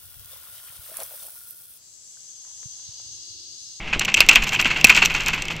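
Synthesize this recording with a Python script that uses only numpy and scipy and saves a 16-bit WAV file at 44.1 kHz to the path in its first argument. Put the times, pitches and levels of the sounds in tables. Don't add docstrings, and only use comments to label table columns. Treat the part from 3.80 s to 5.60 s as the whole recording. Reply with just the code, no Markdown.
import sys
import numpy as np
from scipy import signal
from scipy.fft import rfft, irfft
from scipy.io import wavfile
from scipy.ndimage import uniform_filter1d

SR = 44100
rng = np.random.default_rng(int(sys.argv[2]) if len(sys.argv) > 2 else 0)


def wav_out(sig):
    wavfile.write(sys.argv[1], SR, np.round(np.clip(np.atleast_2d(sig).T, -1, 1) * 32767).astype(np.int16))


N = 79380
T = np.arange(N) / SR

# (frequency [Hz], gain [dB])
RUSH_COLOUR = [(20, 0), (80, 1), (150, 3), (300, -3), (550, -8), (1000, -7.5), (1750, -10), (2200, 1.5),
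               (2420, -4), (2690, 1), (3000, -5), (4000, -14.5), (6200, -21.5), (7400, -26), (8400, -35),
               (10000, -46)]
# (time [s], level [dB])
RUSH_LEVELS = [(0, -34.5), (.45, -32), (.9, -31), (1.3, -31.3), (1.8, -34)]
# (frequency [Hz], gain [dB])
BUFFETING_COLOUR = [(5, -10), (13, 0), (32, -4), (60, -18), (150, -40), (2000, -100)]
# (time [s], level [dB])
BUFFETING_LEVELS = [(0, -35), (.12, -35), (.16, -31), (.22, -37), (.35, -38), (.55, -31), (.615, -21),
                    (.68, -38), (1.0, -35), (1.45, -36), (1.8, -41)]
# (frequency [Hz], start level [dB], end level [dB])
ENGINE_TONES = [(155, -56, -45.5), (208, -46, -49), (343, -51, -56), (785, -52, -57)]
# (time [s], relative level [dB], T60 [s], treble offset [dB])
GRIT_SPRAYS = [(.070, -31, .2, -3), (.127, -13.5, .095, -3), (.206, -16, .11, -2), (.278, -14.5, .1, -3),
               (.367, -15.5, .15, 0), (.411, -14, .11, 0), (.492, -12, .1, -2), (.508, -14, .13, 0),
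               (.524, -17, .12, 0), (.557, -10.5, .135, -4), (.617, -21, .18, -1), (.664, -22, .13, 2),
               (.718, -20, .08, 0), (.727, -18, .16, 1), (.790, -12.5, .11, -1), (.851, -13, .13, -2),
               (.901, -15.5, .15, -2), (.957, -15, .11, -4), (.980, -24, .13, 0), (1.050, -16.5, .12, -4),
               (1.071, -17, .13, -1), (1.095, -6.5, .12, -5), (1.118, -19, .15, 1), (1.149, -16, .15, 0),
               (1.167, -11, .13, 0), (1.218, -8, .115, -2), (1.245, -18, .1, 2), (1.297, -20, .15, -1),
               (1.344, -17.5, .13, 0), (1.358, -20, .15, 0), (1.397, -22.5, .2, -1), (1.463, -18, .15, 0),
               (1.480, -19, .13, 0), (1.529, -18, .17, -2), (1.575, -28, .23, -1), (1.700, -21, .11, 2.5)]
# (frequency [Hz], gain [dB])
BODY_COLOUR = [(150, -23), (350, -15), (600, -15), (1000, -6), (1250, -7), (1600, -3), (1820, -7),
               (2100, -1.5), (3200, -6), (3900, -13), (4300, -9.5), (4900, -16), (6200, -15.5), (7400, -18),
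               (9500, -42), (14000, -43)]
# (frequency [Hz], bandwidth [Hz], gain [dB])
CASE_MODES = [(2220, 200, -9), (2540, 130, -.5), (2730, 110, .5), (3140, 200, -9.5)]
# (time [s], relative level [dB])
SAND_LEVELS = [(0, -62), (.3, -54), (.38, -36), (.56, -37), (.66, -30), (.81, -30), (.9, -36), (1.2, -32.5),
               (1.5, -34.5), (1.72, -33)]
# (frequency [Hz], gain [dB])
CRACK_COLOUR = [(400, -26), (1500, -17), (3000, -4), (4200, -2), (4900, -5), (6100, 2), (6750, -4),
                (7450, 3.5), (8200, -11), (8700, -13), (10000, -30)]
# (frequency [Hz], gain [dB])
SPARKLE_COLOUR = [(6000, -30), (9800, -9), (11700, 2), (14600, 0), (17000, -14)]
# (time [s], level [dB], low edge [Hz], high edge [Hz])
ROAD_BUMPS = [(.160, -24, 25, 330), (.852, -28, 150, 260)]
# (time [s], crack [dB], ring [dB], sparkle [dB])
PEBBLE_HITS = [(0.195, -16, -21, -29), (0.2495, -24, -18, -35), (0.2535, -26, -19, -38),
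               (0.3185, -39, -22, -66), (0.342, -13, -8, -28), (0.3455, -17, -8, -43),
               (0.3625, -32, -23, -55), (0.3693, -33, -19, -48), (0.372, -31, -24, -37),
               (0.376, -32, -11, -48), (0.3954, -40, -28, -42), (0.416, -27, -20, -43),
               (0.4645, -33, -28, -43), (0.4965, -25, -13, -40), (0.5125, -25, -10, -46),
               (0.533, -25, -23, -33), (0.552, -25, -15, -43), (0.6235, -28, -16, -64),
               (0.637, -29, -25, -35), (0.642, -26, -22, -36), (0.683, -27, -25, -44),
               (0.692, -22, -20, -43), (0.7345, -27, -20, -41), (0.749, -26, -19, -39),
               (0.7605, -38, -16, -59), (0.8138, -21, -30, -30), (0.8245, -39, -15, -37),
               (0.846, -28, -13.5, -52), (0.878, -33, -28, -44), (1.012, -25, -17.5, -40),
               (1.0705, -19, -18, -32), (1.086, -26, -24, -34), (1.149, -19, -15, -38),
               (1.165, -18, -19, -34), (1.176, -22, -10, -35), (1.187, -29, -26, -43),
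               (1.2515, -19, -18, -28), (1.258, -12, -10, -26), (1.341, -28, -26, -41),
               (1.407, -26, -26, -44), (1.4355, -36, -34, -47), (1.462, -21, -20, -38),
               (1.484, -20, -17, -27), (1.538, -36, -19, -57), (1.5455, -34, -26, -43),
               (1.622, -23, -22, -42), (1.654, -31, -31, -48), (1.683, -30, -21, -49),
               (1.765, -35, -42, -49)]
# (time [s], ring pitch [Hz], ring [dB], ring T60 [s], crack peak [Hz], crack [dB], thud [dB])
STONE_HITS = [(.405, 2660, 0, .025, 5000, 3, -24), (.488, 2620, -3, .018, 7500, -5, -42),
              (.4922, 2590, 2, .012, 7600, -2, -40), (.5573, 2700, -3, .027, 7000, -10, -46),
              (1.0437, 2600, 8, .012, 5600, 5, -3), (1.0475, 2560, 6, .008, 7400, -3, -14),
              (1.095, 2480, -7, .02, 5700, -13, -40), (1.1, 2420, -5, .025, 6000, -18, -45)]

CASE_CENTRE_HZ, CRACK_PEAK_HZ = 2640, 7450
CRACK_T60_S, SPARKLE_T60_S = .015, .009


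def from_db(db):
    return 10 ** (np.asarray(db) / 20)


def unit_rms(x):
    return x / np.sqrt(np.mean(x ** 2) + 1e-20)


def gain_curve(points):
    return from_db(np.interp(T, *np.transpose(points)))


def butter(x, hz, kind="low"):
    return signal.sosfilt(signal.butter(2, hz, kind, fs=SR, output="sos"), x)


def coloured(x, points, size=16384):
    hz, db = np.transpose(points)
    bins_hz = np.arange(size // 2 + 1) * SR / size
    log_gain = np.log(from_db(np.interp(np.log(bins_hz + 1), np.log(hz), db)))
    cepstrum = irfft(log_gain)[:size // 2]
    response = irfft(np.exp(rfft(2 * cepstrum, size)))
    return signal.fftconvolve(x, response / np.linalg.norm(response))[:len(x)]


def drift(cutoff_hz):
    return unit_rms(butter(rng.standard_normal(N + SR), cutoff_hz)[SR:])


def grains(per_s, spread_db):
    sizes = from_db(spread_db * np.minimum(rng.exponential(1, N), 4)) * rng.choice([-1, 1], N)
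    return unit_rms(sizes * (rng.random(N) < per_s / SR))


def contact(t60_s, strike=7, size=4096):
    rattle = rng.standard_normal(size) * from_db(-60 * T[:size] / t60_s)
    rattle[0] = strike
    return rattle


def add_hit(out, time_s, db, hit, window=132):
    start = int(time_s * SR)
    part = out[start:start + len(hit)]
    peak_rms = np.sqrt(uniform_filter1d(hit ** 2, window).max())
    part += from_db(db) * hit[:len(part)] / peak_rms


def wind():
    rush = coloured(rng.standard_normal(N), RUSH_COLOUR)
    buffeting = unit_rms(coloured(rng.standard_normal(N), BUFFETING_COLOUR))
    return gain_curve(RUSH_LEVELS) * rush + gain_curve(BUFFETING_LEVELS) * buffeting


def engine(waver=.035, waver_hz=8, flutter_db=3.5, flutter_hz=9):
    warped_s = np.cumsum(1 + waver * drift(waver_hz)) / SR
    out = np.zeros(N)
    for hz, start_db, end_db in ENGINE_TONES:
        rms = from_db(np.linspace(start_db, end_db, N) + flutter_db * drift(flutter_hz))
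        out += np.sqrt(2) * rms * np.sin(2 * np.pi * (hz * warped_s + rng.random()))
    return out


def spray_swells(attack_s=.006):
    power, treble_power = 0, 0
    for time_s, db, t60_s, treble_db in GRIT_SPRAYS:
        age_s = T - time_s
        rise = np.clip(age_s / attack_s, 0, 1)
        swell = rise * from_db(db - 60 * np.maximum(age_s - attack_s, 0) / t60_s)
        power += swell ** 2
        treble_power += (swell * from_db(treble_db)) ** 2
    return np.sqrt(power), np.sqrt(treble_power)


def case_ring(force, pitch_ratio=1):
    out = 0
    for k, (hz, width_hz, db) in enumerate(CASE_MODES):
        radius = np.exp(-np.pi * width_hz / SR)
        feedforward = np.array([1, 0, -1]) * (1 - radius ** 2) / 2
        feedback = [1, -2 * radius * np.cos(2 * np.pi * hz * pitch_ratio / SR), radius ** 2]
        out += (-1) ** k * from_db(db) * signal.lfilter(feedforward, feedback, force + 1e-18)
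    return butter(out, hz=5000)


def sprays(swell, treble_swell, gain_db=-.2, case_db=1, treble_hz=3700, clump_hz=160, clump_db=3.2):
    on_body = coloured(grains(per_s=8000, spread_db=3), BODY_COLOUR)
    on_case = unit_rms(case_ring(grains(per_s=8000, spread_db=3)))
    patter = unit_rms(on_body + from_db(case_db) * on_case)
    treble = signal.sosfiltfilt(signal.butter(3, treble_hz, "high", fs=SR, output="sos"), patter)
    clumps = unit_rms(from_db(clump_db * drift(clump_hz)))
    return from_db(gain_db) * ((patter - treble) * swell + treble * clumps * treble_swell)


def sand(swell, t60_s=.01, sparkle_db=-8, swell_exponent=.6):
    impacts = grains(per_s=400, spread_db=3.6)
    power_decay = from_db(-60 / (t60_s * SR)) ** 2
    power = signal.lfilter([1], [1, -power_decay], impacts ** 2 + 1e-18)
    rattles = unit_rms(np.sqrt(power) * rng.standard_normal(N))
    ticks = coloured(rattles, CRACK_COLOUR) + from_db(sparkle_db) * coloured(rattles, SPARKLE_COLOUR)
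    return swell ** swell_exponent * gain_curve(SAND_LEVELS) * ticks


def bumps():
    out = np.zeros(N)
    for time_s, db, low_hz, high_hz in ROAD_BUMPS:
        add_hit(out, time_s, db, butter(contact(t60_s=.07), [low_hz, high_hz], "band"))
    return out


def pebbles(crack_trim_db=2, ring_trim_db=-1.5, sparkle_trim_db=1.5, pitch_scatter=.018):
    out = np.zeros(N)
    for time_s, crack_db, ring_db, sparkle_db in PEBBLE_HITS:
        crack = coloured(contact(CRACK_T60_S), CRACK_COLOUR)
        ring = case_ring(contact(t60_s=.015), 1 + pitch_scatter * rng.standard_normal())
        sparkle = coloured(contact(SPARKLE_T60_S), SPARKLE_COLOUR)
        add_hit(out, time_s, crack_db + crack_trim_db, crack)
        add_hit(out, time_s, ring_db + ring_trim_db, ring)
        add_hit(out, time_s, sparkle_db + sparkle_trim_db, sparkle)
    return out


def stones(sparkle_below_crack_db=12):
    out = np.zeros(N)
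    for time_s, ring_hz, ring_db, t60_s, crack_hz, crack_db, thud_db in STONE_HITS:
        ring = case_ring(contact(t60_s), ring_hz / CASE_CENTRE_HZ)
        shifted_colour = np.array(CRACK_COLOUR) * [crack_hz / CRACK_PEAK_HZ, 1]
        crack = coloured(contact(CRACK_T60_S), shifted_colour)
        sparkle = coloured(contact(SPARKLE_T60_S), SPARKLE_COLOUR)
        thud = butter(contact(t60_s=.022), hz=700)
        add_hit(out, time_s, ring_db, ring)
        add_hit(out, time_s, crack_db, crack)
        add_hit(out, time_s, crack_db - sparkle_below_crack_db, sparkle)
        add_hit(out, time_s, thud_db, thud)
    return out


def scene():
    swell, treble_swell = spray_swells()
    gravel = sprays(swell, treble_swell) + sand(treble_swell) + pebbles() + stones()
    return np.tile(gravel + bumps() + wind() + engine(), (2, 1))


def record(dry):
    cutoff_hz = 15400
    lowpass = signal.ellip(10, .1, 80, cutoff_hz, fs=SR, output="sos")
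    return signal.sosfilt(lowpass, np.clip(dry, -1, 1))


dry = scene()
out = record(dry)
wav_out(out)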